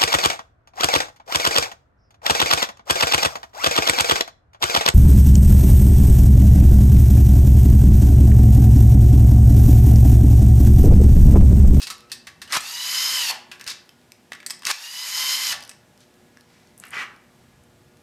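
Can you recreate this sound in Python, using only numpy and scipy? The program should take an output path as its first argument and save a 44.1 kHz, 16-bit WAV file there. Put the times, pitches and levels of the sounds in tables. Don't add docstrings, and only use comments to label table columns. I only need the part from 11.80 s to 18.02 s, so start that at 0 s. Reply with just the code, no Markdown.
import sys
import numpy as np
from scipy import signal
from scipy.fft import rfft, irfft, next_fast_len
from scipy.io import wavfile
from scipy.ndimage import uniform_filter1d, map_coordinates

SR = 44100
rng = np.random.default_rng(int(sys.argv[2]) if len(sys.argv) > 2 else 0)


def log_audio(samples):
    frames = np.atleast_2d(samples).T
    limited = np.clip(frames, -1, 1)
    pcm = np.round(limited * 32767).astype(np.int16)
    wavfile.write(sys.argv[1], SR, pcm)


def volts_from_decibels(level):
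    exponent = np.asarray(level, float) / 20
    return 10 ** exponent


N = 274302


def unit(x):
    return x / np.sqrt(np.mean(x ** 2) + 1e-20)


def along(points, hz):
    f, v = np.transpose(points)
    return np.interp(np.log(hz + 1), np.log(f + 1), v)


def curves(tables):
    t = np.arange(N) / SR
    gate = sum((t >= rows[0][0]) & (t < rows[-1][0]) for rows in tables)
    s, *cols = np.transpose([row for rows in tables for row in rows])
    return [uniform_filter1d(1. * gate, size=60)] + [np.interp(t, s, c) for c in cols]


def wobble(rate):
    coarse = np.arange(0, N + 16, 16)
    knots = rng.standard_normal(int(N * rate / SR) + 5)
    return np.interp(np.arange(N), coarse, map_coordinates(knots, [coarse * rate / SR]))


def filtered(x, response):
    m = next_fast_len(N + SR // 2)
    return irfft(rfft(x, m) * response(np.fft.rfftfreq(m, 1 / SR)), m)[..., :N]


def resonance(f, hz, width):
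    return 1j * f * width / (hz * hz - f * f + 1j * f * width)


def grit(spread_db, rate):
    return rng.standard_normal(N) * volts_from_decibels(spread_db * wobble(rate))


def add(out, s, db, force, response):
    size = 2 * len(force)
    sound = irfft(rfft(force, size) * response(np.fft.rfftfreq(size, 1 / SR)))[:len(force)]
    out[round(s * SR):][:len(force)] += volts_from_decibels(db) * sound / np.abs(sound).max()


def lost_db():
    t = np.arange(N) / SR
    clamp_s, recover_db_per_s = 0.016, 32.5
    drops = [(run[0], run[-1], recover_db_per_s) for run in RUNS]
    drops.append((3.552, 2.94, 15.5))
    lost = 0
    for s, db, rate in drops:
        lost = lost + np.clip((t - s) / clamp_s, 0, 1) * np.maximum(db - rate * (t - s), 0)
    return lost


# (frequency [Hz], density [dB per Hz])
AIR = [(53, -33), (90, -7.5), (234, -3), (325, -9.5), (362, -9.5), (440, -12), (481, -13), (775, -12),
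       (1220, -18.5), (1810, -18.5), (7290, -26.5), (16300, -33.5)]
# (frequency [Hz], level [dB])
HUM = [(242.2, -69.5), (360.7, -68.5), (479.1, -72), (597.5, -75), (839.8, -83), (1437, -78.5),
       (1680, -78.5), (2277, -86.5)]
# (frequency [Hz], density [dB per Hz])
RUMBLE = [(8.8, -62), (15, -29), (66, 2), (97, 1.5), (150, 4), (200, -32), (330, -120)]


def background():
    t, lost = np.arange(N) / SR, lost_db()
    room_db, room_ducks = -57, 0.81
    rumble_db, rumble_ducks = -64, 0.82
    lull = (t > .79) & (t < 3.65)
    rest_db = -10 * uniform_filter1d(1. * lull, size=2000)

    whistle = lambda f: 0.41 * resonance(f, 7750, 250)
    air = unit(filtered(grit(.6, rate=8), lambda f: volts_from_decibels(along(AIR, f)) * np.abs(1 + whistle(f))))
    hum = np.zeros(N)
    for hz, level in HUM:
        hum += volts_from_decibels(level + 60 + 3.5 * wobble(7.5)) * np.sin(2 * np.pi * hz * t + rng.uniform(0, 6.9))
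    wakes = np.clip(5 * (t - 5.3), 0, 1)
    hum += volts_from_decibels(-75.5 + 59.5 + 3 * wobble(6)) * wakes * np.sin(2 * np.pi * 1200 * t)
    rumble = unit(filtered(grit(2.8, rate=3.06), lambda f: volts_from_decibels(along(RUMBLE, f))))

    room = volts_from_decibels(room_db - room_ducks * lost) * (air + hum)
    return room + volts_from_decibels(rumble_db + rest_db - rumble_ducks * lost) * rumble


# (frequency [Hz], t60 [s])
SHOP = [(300, 0.79), (2000, 0.49), (6000, 0.34), (14000, 0.16)]


def shop(x):
    hz, t, z = signal.stft(rng.standard_normal(SR // 2), SR, nperseg=256)
    decay = volts_from_decibels(-60 * t / along(SHOP, hz)[:, None])
    tail = signal.istft(z * decay, SR, nperseg=256)[1]
    return signal.fftconvolve(np.pad(x, (200, 0)), tail / np.linalg.norm(tail))[:N]


# (time [s], peak level [dB], frequency [Hz])
THUMPS = [
    (0.77, -31.5, 110),
    (0.774, -45, 50),
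    (1.868, -42, 91),
    (2.52, -29, 710),
    (2.869, -37, 181),
    (5.169, -35, 300),
]


def jolts():
    out, t = np.zeros(N + SR), np.arange(6144) / SR
    for s, db, hz in THUMPS:
        add(out, s, db, volts_from_decibels(-60 * t / 0.0012), lambda f: resonance(f, hz, 0.97 * hz))
    return out[:N]


# (start [s], loudest [s], end [s], level [dB], brightness [dB])
SLIDES = [
    (0.685, 0.7215, 0.7235, -37, -2),
    (2.838, 2.852, 2.853, -47, 5),
    (1.87, 1.905, 1.94, -42, 10),
    (4.19, 4.21, 4.27, -66, 9),
    (4.6, 4.76, 4.97, -64, 0),
    (5.01, 5.048, 5.11, -49, -10),
    (5.108, 5.155, 5.22, -31, -13),
    (5.16, 5.21, 5.265, -31, -11),
]
# (frequency [Hz], width [Hz], level [dB])
BENCH = [(600, 660, -13), (1100, 430, -2), (1620, 550, 0), (2000, 120, 4), (2294, 180, 2), (3060, 760, -7)]


def slides():
    t = np.arange(N) / SR

    def bench_modes(f):
        modes = sum((-1) ** k * volts_from_decibels(g) * resonance(f, hz, w) for k, (hz, w, g) in enumerate(BENCH))
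        return modes / (1 + 1j * f / 4000)

    bench = unit(filtered(grit(2.2, rate=500), bench_modes))
    hiss = unit(filtered(grit(2.2, rate=400), lambda f: resonance(f, 4400, 4000) ** 2))
    drag = np.zeros(N)
    for a, top, b, db, bright_db in SLIDES:
        fade_db = 22.5 * np.interp(t, [a, top, b], [1, 0, 1]) ** 2
        arch = ((t > a) & (t < b)) * volts_from_decibels(-fade_db)
        drag += volts_from_decibels(db) * arch * (bench + volts_from_decibels(bright_db) * hiss)
    return filtered(drag, lambda f: 1 + volts_from_decibels(7) * resonance(f, 2000, 7))


# (frequency [Hz], level [dB], t60 [s])
STEEL = [(1140, 1, 0.18), (1620, -1, 0.46), (1754, 1.5, 0.14), (1960, 4, 0.33), (2620, 6.5, 0.13),
         (4240, -19, 0.071), (5000, -11, 0.049), (5630, -14, 0.069), (8070, 2.5, 0.061),
         (11400, -16, 0.069)]
# (time [s], peak level [dB], body level [dB], body frequency [Hz])
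SCUFFS = [(.0004, -26.5, -11, 2770), (.017, -21, -15.5, 2600), (.0249, -24, -18, 3160),
          (.0294, -21, -14, 2670), (.0696, -18.5, -12.5, 2170), (.1016, -17, -11, 1300),
          (.298, -44, -3, 2800), (.3168, -15.5, -17.5, 1820), (.4697, -27, -7, 1870),
          (.6168, -23.5, -10, 1830), (.676, -40, 0, 2820), (1.715, -30, -2, 2530),
          (1.8646, -25.5, -15, 1960), (1.8991, -26, -14, 1960), (2.8652, -12.5, -21, 1620),
          (3.724, -15, -7.5, 1480)]
KNOCKS = [(.7231, -11.5, -30, 1180), (.7722, -11.5, -2, 1300), (1.8112, -25.5, -8, 2210),
          (1.8766, -12, -19, 2640), (1.883, -19, -13.5, 2000), (2.5197, -31, 4.5, 2000),
          (2.5323, -25, -2, 2000), (2.5504, -36, 0, 1690), (2.602, -41, 2.5, 2230),
          (2.6634, -15.5, -22, 1950), (2.6287, -47, 9, 1630), (2.6991, -20, -16, 3200),
          (2.7054, -15, -12, 1920), (2.8215, -34, -2.5, 1090), (2.8324, -35.5, 0, 2690),
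          (2.9041, -13, -10, 1883), (2.9464, -35, -19, 2380), (3.8251, -26.5, -21, 2930),
          (3.8937, -25.5, -13.5, 2460), (3.9137, -33.5, -7, 1970)]
CRACKS = [
    (2.0923, -32, -7.5, 3080),
    (2.3199, -28.5, -9.5, 2260),
    (2.8528, -9, -17, 2540),
    (2.8694, -6.5, -8.5, 1910),
    (2.9137, -3, -16, 2360),
    (4.572, -38, -3, 1690),
    (5.038, -33, 2, 1500),
]
CLINKS = [
    (.806, -23, -10, 2000),
    (2.6631, -16.5, -17.5, 1950),
    (2.7056, -19, -24, 1950),
    (3.8935, -26.5, -30, 2500),
]
SHUDDERS = [
    (1.5, -28, 4, 910),
    (1.717, -45, 5.7, 1620),
    (1.797, -47, 7.7, 1620),
    (1.864, -42, 8, 1650),
    (3.726, -35, 5, 830),
]
# (time [s], peak level [dB], centre frequency [Hz])
TICKS = [(0.182, -34, 4000), (0.2064, -33, 4000), (1.797, -30, 4900), (1.8418, -25.5, 5000),
         (2.0574, -51, 4930), (2.215, -46, 4640), (2.7484, -36, 7900), (2.7934, -35, 5200),
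         (3.807, -25, 4830), (3.8374, -26, 4640), (3.8504, -30, 4720), (3.8773, -30, 5750),
         (4.1764, -41, 4910), (4.2053, -40, 7530), (4.3414, -47, 5700), (4.6093, -36, 5040),
         (4.873, -40, 4660), (4.9784, -29, 9400), (4.9854, -33, 10900), (4.9997, -24, 9500),
         (5.0064, -39, 10100), (5.0539, -31, 9990), (5.0684, -31, 9600), (5.0824, -37, 9030),
         (5.0894, -38, 8520), (5.1064, -27, 9000), (5.1144, -52, 6200), (5.3625, -41.5, 4800),
         (5.8373, -44, 8060), (6.1709, -43, 4930)]


def clicks():
    out = np.zeros(N + SR)
    t = np.arange(6144) / SR
    # (ring frequency [Hz], t60 [s])
    kinds = [(SCUFFS, (4500, 0.096)), (KNOCKS, (5000, .026)), (CRACKS, (5200, 0.0099)),
             (CLINKS, (7900, .045)), (SHUDDERS, (3700, 0.25))]
    contacts = [tuple(row) + kind for rows, kind in kinds for row in rows]
    for s, db, body_db, body_hz, ring_hz, t60 in contacts:
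        life = max(t60, .004)
        hard_tick = 0.024 / life * volts_from_decibels(-60 * t / 0.0017)
        burst = rng.standard_normal((2, len(t))) * (volts_from_decibels(-60 * t / life) + hard_tick)
        luck_db = rng.normal(0, 3, len(STEEL))

        def steel(f, near):
            modes = 0
            for (hz, level, decay), luck in zip(STEEL, luck_db):
                far_db = 4.8 * abs(np.log2(hz / near))
                modes = modes + volts_from_decibels(level + luck - far_db) * resonance(f, hz, 5.8 / decay)
            return .8 * modes

        def ring(f):
            broad = .5 * resonance(f, 5680, 6400) ** 2
            return broad + resonance(f, ring_hz, 1940) ** 2 + steel(f, ring_hz)

        def body(f):
            broad = 0.71 * resonance(f, 1750, 3120) ** 2 + resonance(f, body_hz, 570) ** 2
            return broad + 0.84 * resonance(f, body_hz, 45) + steel(f, body_hz)

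        add(out, s, db - 2.0, burst[0], ring)
        add(out, s, db + body_db + 4.5, burst[1], body)
    for s, db, hz in TICKS:
        burst = rng.standard_normal(len(t)) * volts_from_decibels(-60 * t / 0.0063)
        add(out, s, db - 2.5, burst,
            lambda f: resonance(f, hz, 3800) ** 2 + 0.41 * resonance(f, 8700, 3900) ** 2)
    return filtered(out[:N], lambda f: (1j * f / (350 + 1j * f)) ** 2)


# (time [s], level [dB], low groan [dB])
STRAIN = [
    [(0.723, -23, -11), (0.767, -22, 1), (0.773, -17.5, 1)],
    [(2.853, -36, -14), (2.903, -23, -1), (2.914, -22, -3)],
]
# (frequency [Hz], density [dB per Hz])
GRIND = [(180, -48), (300, -17.5), (844, -18.5), (1180, -5.5), (1420, -4.5), (4790, -5), (6920, -10.5),
         (11600, -14), (14900, -31), (16200, -53)]
# (start [s], end [s], frequency [Hz], level [dB])
TRIGGER = [
    (0.703, 0.722, 9200, -56),
    (2.835, 2.85, 9100, -54),
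]


def breakaway():
    gate, db, groan_db = curves(STRAIN)
    t = np.arange(N) / SR
    slips = unit(filtered(grit(0.95, rate=580), lambda f: volts_from_decibels(along(GRIND, f))))
    groan_modes = lambda f: resonance(f, 1093, 220) - 0.31 * resonance(f, 2180, 300)
    groan = unit(filtered(grit(1.3, rate=160), groan_modes))
    whine = np.zeros(N)
    for a, b, hz, level in TRIGGER:
        whine += volts_from_decibels(level) * ((t > a) & (t < b)) * np.sin(2 * np.pi * hz * t)
    return gate * volts_from_decibels(db) * (slips + volts_from_decibels(groan_db - 2.5) * groan) + whine


# (bolt free [s], trigger eased [s], brake [s], full gear mesh [Hz], gain lost to the crack [dB])
RUNS = [
    (0.776, 1.363, 1.514, 1029, 14),
    (2.914, 3.667, 3.728, 1028, 18.5),
]


def trigger():
    t = np.arange(N) / SR
    start_lag_hz, spin_up_s, sag_hz_per_s = 248.6, .13, 1050
    gate, mesh_hz = np.zeros(N), np.zeros(N)
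    for free, eased, brake, full_hz, _ in RUNS:
        on = (t >= free) & (t < brake)
        gate += on
        lag = start_lag_hz * np.exp((free - t[on]) / spin_up_s)
        sag = sag_hz_per_s * np.maximum(t[on] - eased, 0)
        mesh_hz[on] = full_hz - lag - sag
    return uniform_filter1d(gate, size=60), mesh_hz


# (multiple of the mesh rate [1], level [dB])
MESH = [(1, -14), (2, -9.5), (3, -2), (3.6, -11), (4, -5.5), (4.45, -12), (5, -1.5), (6, -12), (6.5, -11),
        (7, -14), (8, -17), (8.62, -19), (9, -17), (10, -17), (11.27, -13)]
# (frequency [Hz], density [dB per Hz])
GEARS = [(180, -63), (300, -33.5), (830, -17.5), (1010, -11.5), (1280, -10.5), (2050, -6.5), (2260, -7.5),
         (3000, -6.5), (3670, -12.5), (5210, -6), (13700, -16.5), (15200, -15), (16200, -59)]
# (frequency [Hz], width [Hz], level over the noise [dB])
HOUSING = [(4670, 1150, -0.5), (6700, 370, -0.5), (11600, 290, 2.5), (13200, 300, 3)]


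def drill():
    gate, mesh_hz = trigger()
    on = gate > 0
    turn = 2 * np.pi * np.cumsum(mesh_hz * (1 + .0016 * wobble(60))) / SR
    armature, carrier = turn / 3, turn / 39

    whine = np.zeros(N)
    for k, db in MESH:
        beat = 1 + 0.27 * np.cos(armature[on] + rng.uniform(0, 2 * np.pi))
        beat += 0.25 * np.cos(carrier[on] + rng.uniform(0, 2 * np.pi))
        uneven = 1 + .55 * (wobble(400)[on] + 1j * wobble(400)[on]) + .35 * np.sqrt(2j) * wobble(110)[on]
        tone = np.real(uneven * np.exp(1j * k * turn[on]))
        whine[on] += volts_from_decibels(db - 7 + 2 * wobble(18)[on]) * beat * tone

    def housing(f):
        modes = sum(volts_from_decibels(db) * resonance(f, hz, w) for hz, w, db in HOUSING)
        return volts_from_decibels(along(GEARS, f)) * np.abs(1 + modes)

    teeth = grit(0.4, rate=300) * (1 + 0.48 * np.cos(turn)) * (1 + 0.08 * np.cos(armature))
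    rattle = unit(filtered(teeth, housing)) * volts_from_decibels(1.2 * wobble(25) - 2)
    rattle *= volts_from_decibels(13 * (mesh_hz - RUNS[0][3]) / 1000)
    return gate * volts_from_decibels(-22.5 - lost_db()) * (rattle + whine)


def scene():
    motor, tear, hands = drill(), breakaway(), clicks() + slides()
    echo = volts_from_decibels(-11.5) * shop(motor) + volts_from_decibels(-21) * shop(tear) + volts_from_decibels(-9) * shop(hands)
    mono = motor + tear + hands + echo + jolts() + background()
    return np.array([mono, mono])


def roll_off(x):
    return signal.sosfilt(signal.butter(12, 16500, fs=SR, output="sos"), x)


# (frequency [Hz], gain [dB])
TOP = [(14500, -0.5), (15500, -17), (16000, -10.5), (16400, -35)]


def record(dry):
    ceiling = .62
    rounded = dry / (1 + np.abs(dry / ceiling) ** 6) ** (1 / 6)
    finished = filtered(rounded, lambda f: volts_from_decibels(along(TOP, f)))
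    return roll_off(finished)


dry = scene()
out = record(dry)
log_audio(out)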